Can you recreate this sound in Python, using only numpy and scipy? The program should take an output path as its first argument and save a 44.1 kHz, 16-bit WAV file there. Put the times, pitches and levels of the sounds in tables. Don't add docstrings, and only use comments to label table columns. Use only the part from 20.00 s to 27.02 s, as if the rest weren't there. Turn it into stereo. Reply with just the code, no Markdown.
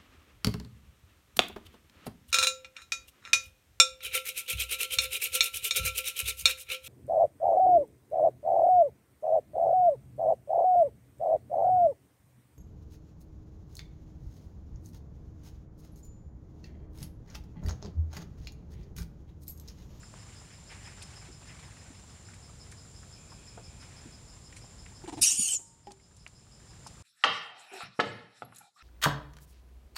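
import sys
import numpy as np
from scipy import signal
from scipy.fft import rfft, irfft, next_fast_len
from scipy.io import wavfile
from scipy.ndimage import uniform_filter1d, minimum_filter1d, map_coordinates

SR = 44100
rng = np.random.default_rng(int(sys.argv[2]) if len(sys.argv) > 2 else 0)


def log_audio(samples):
    frames = np.atleast_2d(samples).T
    limited = np.clip(frames, -1, 1)
    pcm = np.round(limited * 32767).astype(np.int16)
    wavfile.write(sys.argv[1], SR, pcm)


N = 309802


def amp(db):
    return 10 ** (np.asarray(db) / 20)


def unit(x):
    return x / np.sqrt(np.mean(x ** 2) + 1e-20)


def along(points, hz):
    f, v = np.transpose(points)
    return np.interp(np.log(hz + 1), np.log(f + 1), v)


def curves(rows):
    s, *cols = np.transpose(rows)
    return [np.interp(np.arange(s[0], s[-1], 1 / SR), s, c) for c in cols]


def add(track, s, sound):
    part = track[..., max(0, round(s * SR)):][..., :sound.shape[-1]]
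    part += sound[..., :part.shape[-1]]


def wobble(rate, n):
    knots = rng.standard_normal(int(n * rate / SR) + 4)
    return map_coordinates(knots, [np.arange(n) * rate / SR])


def filtered(x, response):
    n = x.shape[-1]
    m = next_fast_len(n + 8192)
    return irfft(rfft(x, m) * response(np.fft.rfftfreq(m, 1 / SR)), m)[..., :n]


def noise(spectrum, shape):
    white = rng.standard_normal(shape)
    return unit(filtered(white, lambda hz: amp(along(spectrum, hz))))


def resonant(peaks):
    def gain(hz):
        return sum(amp(db) / (1 + ((hz - centre) / width) ** 2) for centre, width, db in peaks)
    return unit(filtered(rng.standard_normal((2, N)), gain))


def patchy(x, depth_db):
    z = signal.stft(x, nperseg=256)[2]
    field = uniform_filter1d(rng.standard_normal(z.shape[1:]), size=2, axis=0)
    field = uniform_filter1d(field, size=6, axis=1)
    gain = amp(depth_db * np.tanh(unit(field)))
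    return signal.istft(z * gain, nperseg=256)[1][:, :x.shape[-1]]


def envelope(n, db, attack, release, fade):
    t = np.arange(n) / SR
    return amp(db - fade * t) * np.minimum(1, t / attack) ** 2 * np.minimum(1, (n / SR - t) / release)


def spread(pair):
    # frequency_hz, correlation
    likeness = [(60, 0.98), (130, 0.93), (290, 0.78), (640, 0.35), (1410, 0.73), (3100, 0.3), (6820, 0.11),
                (15000, -0.21)]

    def mix(hz):
        turn = np.arccos(np.clip(along(likeness, hz), -1, 1)) / 2
        return np.array([np.cos(turn), np.sin(turn)])
    mid, side = filtered(pair, mix)
    return np.array([mid + side, mid - side])


def panned(x, right_db):
    return x * amp([[-right_db / 2], [right_db / 2]])


def outdoors():
    # frequency_hz, level_db
    air_colour = [(22, -20.5), (32, -16.5), (42, -1.5), (100, 0.5), (160, -5), (260, -14), (500, -18.5),
                  (1000, -22), (2000, -29.5), (4000, -26.5), (9300, -26.5), (11500, -40.5), (15500, -47.5)]
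    # frequency_hz, level_db
    leaf_colour = [(300, -13), (800, 1.5), (1200, -1.5), (2200, 1), (2800, -2), (4000, -5.5), (9000, -5.5),
                   (12000, -28), (15500, -31.5)]
    # start_s, length_s, level_db
    rustle_times = [(.1, .65, -57.5), (.67, .85, -53.5), (1.38, .8, -55), (2.05, 1.0, -61),
                    (3.78, .55, -58), (4.5, .8, -65), (6.58, .6, -61)]
    # start_s, length_s, level_db, attack_s, release_s, fade_db_per_s
    far_call = (3.05, 1.18, -66.5, .12, .15, 1.5)
    # centre_hz, half_width_hz, level_db
    far_tones = [(2440, 180, 3.5), (3310, 80, -2)]

    air = amp(-51 + 0.45 * wobble(6.2, N)) * noise(air_colour, (2, N))
    stir_power = np.full(N, amp(-69) ** 2)
    for s, length, db in rustle_times:
        swell = envelope(round(length * SR), db, attack=.04, release=.25, fade=8)
        add(stir_power, s, swell ** 2)
    crinkle = unit(patchy(noise(leaf_colour, (2, N)), depth_db=4))
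    flutter = amp(1.62 * wobble(120, N) + 1.6 * wobble(16, N))
    rustle = np.sqrt(stir_power) * flutter * crinkle
    s, length, *shape = far_call
    n = round(length * SR)
    add(air, s, envelope(n, *shape) * resonant(far_tones)[:, :n])
    return spread(air + rustle)


def insects():
    # time_s, chirps_per_s, level_db
    chirping = [(0.0, 6.043, -57.9), (1.0, 6.25, -54.8), (1.95, 6.528, -62.6), (2.5, 5.683, -58.0),
                (3.2, 5.744, -55.9), (4.0, 6.274, -56.6), (5.7, 5.442, -57.0), (6.4, 6.222, -56.5),
                (7.02, 5.629, -58.1)]
    # centre_hz, half_width_hz, level_db
    chirp_wing = [(5136, 190, 1.5), (5550, 400, -33), (10150, 400, -21.5)]
    buzz_wing = [(7265, 200, 11.5), (6950, 83, -4.5), (7550, 250, -23.5)]
    first_chirp_s, swell_s = .04, .028

    s, *columns = np.transpose(chirping)
    pace, level_db = (np.interp(np.arange(N) / SR, s, column) for column in columns)
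    beats = np.cumsum(pace) / SR
    chirp_times = first_chirp_s + np.searchsorted(beats, np.arange(beats[-1])) / SR
    u = np.arange(SR // 5) / SR / swell_s
    pulse = (u * np.exp(1 - u)) ** 2
    swells = np.zeros(N)
    for s in chirp_times:
        add(swells, s - swell_s, amp(rng.normal(0, 1.0)) * pulse)
    chirps = amp(level_db) * (swells + amp(-11.5)) * resonant(chirp_wing)
    buzz_db = -58.5 + 0.73 * wobble(25, N) + 0.92 * wobble(300, N) + .5 * wobble(1, N)
    buzz = amp(buzz_db) * resonant(buzz_wing)
    return panned(chirps + buzz, right_db=2)


def tap(db, hz, octaves, t60):
    # frequency_hz, level_db
    soft_top = [(9300, -1.5), (11000, -8), (14000, -30.5)]
    t = np.arange(SR // 4) / SR

    def band(f):
        return np.exp(-(np.log2((f + 1) / hz) / octaves) ** 2 / 2) * amp(along(soft_top, f))
    burst = unit(filtered(rng.standard_normal((2, len(t))), band))
    return burst * amp(db - 60 * t / t60) * (1 - np.exp(-t / (0.018 * t60)))


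def taps():
    # start_s, level_db, centre_hz
    thuds = [(1.288, -48, 282), (1.5, -41.5, 160), (1.9, -48, 230), (3.574, -42.5, 490), (4.054, -44, 220),
             (5.206, -35, 110), (5.325, -42, 220), (5.388, -27.5, 180), (5.535, -42, 350)]
    # start_s, level_db
    scuffs = [(.495, -55.5), (.695, -48.5), (.85, -50), (1.48, -52.5)]
    # start_s, level_db, centre_hz, t60_s
    ticks = [(.139, -46, 900, .03), (1.018, -44, 2900, .05), (2.285, -51, 1700, .05),
             (2.334, -49, 1900, .05), (2.72, -50, 1810, .08), (3.318, -46.5, 1000, .07),
             (3.576, -47, 1100, .06), (4.525, -49, 2100, .05), (4.565, -50, 2000, .07),
             (4.863, -39.5, 1890, .02), (6.864, -40, 850, .04)]
    # start_s, level_db, t60_s
    scrapes = [(1.023, -39, .06), (2.34, -49, .05), (2.714, -45, .08), (4.564, -44, .1), (5.918, -31, .023),
               (6.166, -45, .05), (6.276, -39, .026), (6.868, -38.5, .057)]

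    out = np.zeros((2, N))
    for s, db, hz in thuds:
        add(out, s, tap(db, hz, octaves=.55, t60=.12))
    for s, db in scuffs:
        add(out, s, tap(db, hz=2150, octaves=.42, t60=.45))
    for s, db, hz, t60 in ticks:
        add(out, s, tap(db, hz, octaves=.5, t60=t60))
    for s, db, t60 in scrapes:
        add(out, s, tap(db, hz=7200, octaves=.85, t60=t60))
    crack = tap(db=-20.3, hz=1950, octaves=.55, t60=.007)
    after_ring = tap(db=-44, hz=1400, octaves=1.1, t60=.07)
    add(out, 6.2646, crack + after_ring)
    for when, strength, pitch in rng.uniform(size=(36, 3)):
        faint = tap(-57 + 7 * strength, 700 * 2 ** (2 * pitch), octaves=0.35, t60=0.05)
        add(out, when * N / SR, faint)
    return panned(spread(out), right_db=3)


def ring(hz, db, t60):
    t = np.arange(SR) / SR
    return amp(db - 60 * t / t60) * np.sin(2 * np.pi * hz * t) * (1 - np.exp(-t / 0.0017))


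def bar():
    # start_s, pitch_hz, level_db, t60_s
    s, hz, db, t60 = (5.59, 914, -53, 1.3)
    out = np.zeros(N)
    add(out, s, ring(hz, db, t60))
    return out


def frame():
    # start_s, ring_level_db, thud_level_db
    bumps = [(5.592, -57, -44), (5.87, -37.3, -39.5), (5.907, -50, -37.5)]
    # frequency_hz, level_db relative to the ring level, t60_s
    modes = [(209, -5, 0.21), (318, -3, .12), (387, -2, 0.4), (820, 6, 0.15), (1870, -19, 0.092)]
    # frequency_hz, level_db
    thud_colour = [(100, -16), (300, -4.5), (900, -14), (1300, -22.5), (2500, -22), (8000, -30), (12000, -48)]

    out, t = np.zeros(N), np.arange(SR) / SR
    for s, db, thud_db in bumps:
        thud = amp(thud_db - 60 * t / .07) * noise(thud_colour, len(t))
        ringing = sum(ring(hz, db + level + rng.normal(0, 1.3), t60) for hz, level, t60 in modes)
        add(out, s, thud + ringing)
    return panned(out, right_db=2)


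def grunts():
    # start_s, length_s, level_db, pitch_hz
    calls = [(5.037, 0.017, -47, 345), (5.074, .028, -39.5, 327), (5.122, .027, -39.5, 315),
             (5.169, 0.034, -41.5, 312), (5.222, 0.019, -42, 305)]
    # frequency_hz, level_db
    throat_air = [(150, -16), (400, 1.5), (560, -15), (750, 1.5), (950, -1.5), (1200, -25), (1650, -15),
                  (2300, -16), (6000, -21), (9000, -18), (12000, -44.5)]

    out = np.zeros(N)
    for s, length, db, hz in calls:
        n = round(length * SR)
        pitch = hz * (1 + .02 * wobble(200, n))
        tone = np.sqrt(2) * np.sin(2 * np.pi * np.cumsum(pitch) / SR)
        hoarse = unit(noise(throat_air, n) * amp(2.5 * tone))
        voiced = tone * signal.windows.tukey(n, .8)
        breath = amp(-5) * hoarse * signal.windows.tukey(n, .25)
        add(out, s, amp(db) * (voiced + breath))
    return panned(out, right_db=9)


def rasp():
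    # start_s, length_s, level_db (before the squeal's lift), attack_s, release_s, fade_db_per_s
    pushes = [(5.21, .18, -15, .02, .03, 105), (5.335, .235, -28, .06, .03, 1)]
    # frequency_hz, level_db
    wide_mouth = [(710, -69), (1200, -24), (1960, -24), (2680, -5), (3210, -20), (3460, -19.5), (3650, -6),
                  (4240, -12), (4880, 2), (6510, -4.5), (8980, -4), (10200, 5.5), (15500, -36.5)]
    narrow_mouth = [(1200, -28), (2100, -28.5), (2700, -6), (3100, -4), (3900, -23.5), (4900, -9),
                    (6300, -1.5), (8000, 0.5), (9200, 2), (10200, -22), (13300, -13.5), (14500, -47),
                    (15500, -47.5)]
    mouth_closes_s, closing_s = 5.24, .036

    force = np.zeros(N)
    for s, length, *shape in pushes:
        add(force, s, envelope(round(length * SR), *shape))
    opening = np.clip(1 - (np.arange(N) / SR - mouth_closes_s) / closing_s, 0, 1)
    wide = np.sqrt(opening) * noise(wide_mouth, (2, N))
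    narrow = np.sqrt(1 - opening) * noise(narrow_mouth, (2, N))
    mid, side = patchy(wide + narrow, depth_db=6)
    bursts = unit(amp(1.5 * wobble(450, N)))
    return force * bursts * unit(mid + 0.67 * np.array([side, -side]))


def folds(gesture, shape, partials, rough, jitter_rate, shimmer_db, surge_db=0):
    surge_hz, surge_peak_s = 38.5, 5.271
    slip_s = .0025

    hz, = curves(gesture)
    n = len(hz)
    t = gesture[0][0] + np.arange(n) / SR
    surge = amp(surge_db * np.cos(2 * np.pi * surge_hz * (t - surge_peak_s)))
    glide = np.abs(np.gradient(np.log2(hz))) * SR
    scatter = (rough + slip_s * glide) / surge ** 2
    phase = 2 * np.pi * np.cumsum(hz * (1 + scatter * wobble(jitter_rate, n))) / SR
    wave = sum(amp(level + shimmer_db * wobble(250, n)) * np.sin(round(k) * phase) for k, level in partials)
    return envelope(n, *shape) * surge * unit(wave)


def squeal():
    # time_s, pitch_hz
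    screech, held, fall, whistle = [(5.212, 3150), (5.245, 2200), (5.271, 1920), (5.297, 1870),
                                    (5.322, 2440), (5.355, 2300)], [(5.34, 2300), (5.392, 2295), (5.415, 2325),
                                                     (5.44, 2265), (5.49, 2110)], [(5.498, 1760), (5.52, 1630),
                                                                   (5.542, 1450), (5.56, 1415),
                                                                   (5.578, 1300)], [(5.474, 3080),
                                                                                 (5.495, 3090),
                                                                                 (5.535, 3010)]
    # multiple of the pitch, relative level_db
    screech_partials = [(1, -34.5), (2, -16), (3, 2), (4, -10), (5, -17)]
    held_partials = [(1, -37), (2, -12), (3, 5), (4, 5), (5, -21), (6, -29)]
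    fall_partials = [(2, -30), (3, -22), (4, -9), (5, 5), (6, -13)]
    # level_db (before the lift below), attack_s, release_s, fade_db_per_s
    screech_shape, held_shape = (-18.5, .012, .03, 60), (-23, .055, .025, 18)
    fall_shape, whistle_shape = (-21, .012, .014, 100), (-27.5, .014, .02, 230)
    # frequency_hz, left_minus_right_db
    facing = [(1500, -3.5), (2900, -8.5), (4500, -4.5), (6500, -1), (9000, -2.5), (12000, 0)]
    lift_db, lag_s = 7, 2.2e-5

    voice = rasp()
    add(voice, screech[0][0], folds(screech, screech_shape, screech_partials,
                                    rough=.025, jitter_rate=1500, shimmer_db=3.2, surge_db=3))
    add(voice, held[0][0], folds(held, held_shape, held_partials,
                                 rough=.002, jitter_rate=860, shimmer_db=2.9))
    add(voice, fall[0][0], folds(fall, fall_shape, fall_partials,
                                 rough=.002, jitter_rate=840, shimmer_db=4))
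    add(voice, whistle[0][0], folds(whistle, whistle_shape, [(1, 0)],
                                    rough=.008, jitter_rate=1500, shimmer_db=3.5))
    port = np.array([[1], [-1]])

    def direction(hz):
        return amp(port * along(facing, hz) / 2) * np.exp(-1j * np.pi * hz * lag_s * port)
    return amp(lift_db) * filtered(voice, direction)


def yard(x, early_db, tail_db):
    # frequency_hz, t60_s
    decay = [(200, .3), (3000, 0.29), (7500, 0.48), (14000, 0.34)]
    hz, t, z = signal.stft(rng.standard_normal((2, SR // 2)), SR, nperseg=256)
    tail = signal.istft(z * amp(-60 * t / along(decay, hz)[:, None]), SR, nperseg=256)[1]
    echo = amp(tail_db) * tail / np.linalg.norm(tail[0])
    for side in echo:
        delays = (rng.uniform(.001, .014, size=8) * SR).astype(int)
        side[delays] += amp(early_db) * rng.choice([-1, 1], size=8)
    return x + signal.fftconvolve(x, echo, axes=1)[:, :N]


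def scene():
    background = outdoors() + insects()
    contacts = taps() + bar()
    reverberant = yard(frame() + grunts() + squeal(), early_db=-19.5, tail_db=-15)
    return background + contacts + reverberant


def gain_control(x, limit_db, hold, recovery_db):
    power = uniform_filter1d(np.mean(x ** 2, axis=0), size=900)
    level = np.sqrt(np.abs(power) + 1e-12)
    needed = np.minimum(0, limit_db - 20 * np.log10(level))
    span = 2 * int(hold * SR / 2) + 1
    held = minimum_filter1d(needed, span, origin=span // 2, mode="nearest")
    climb = recovery_db * np.arange(N) / SR
    return x * amp(np.minimum.accumulate(held - climb) + climb)


def record(dry):
    ridden = gain_control(dry, limit_db=-16.9, hold=0.72, recovery_db=9.5)
    return filtered(ridden, lambda hz: hz < 15750)


dry = scene()
out = record(dry)
log_audio(out)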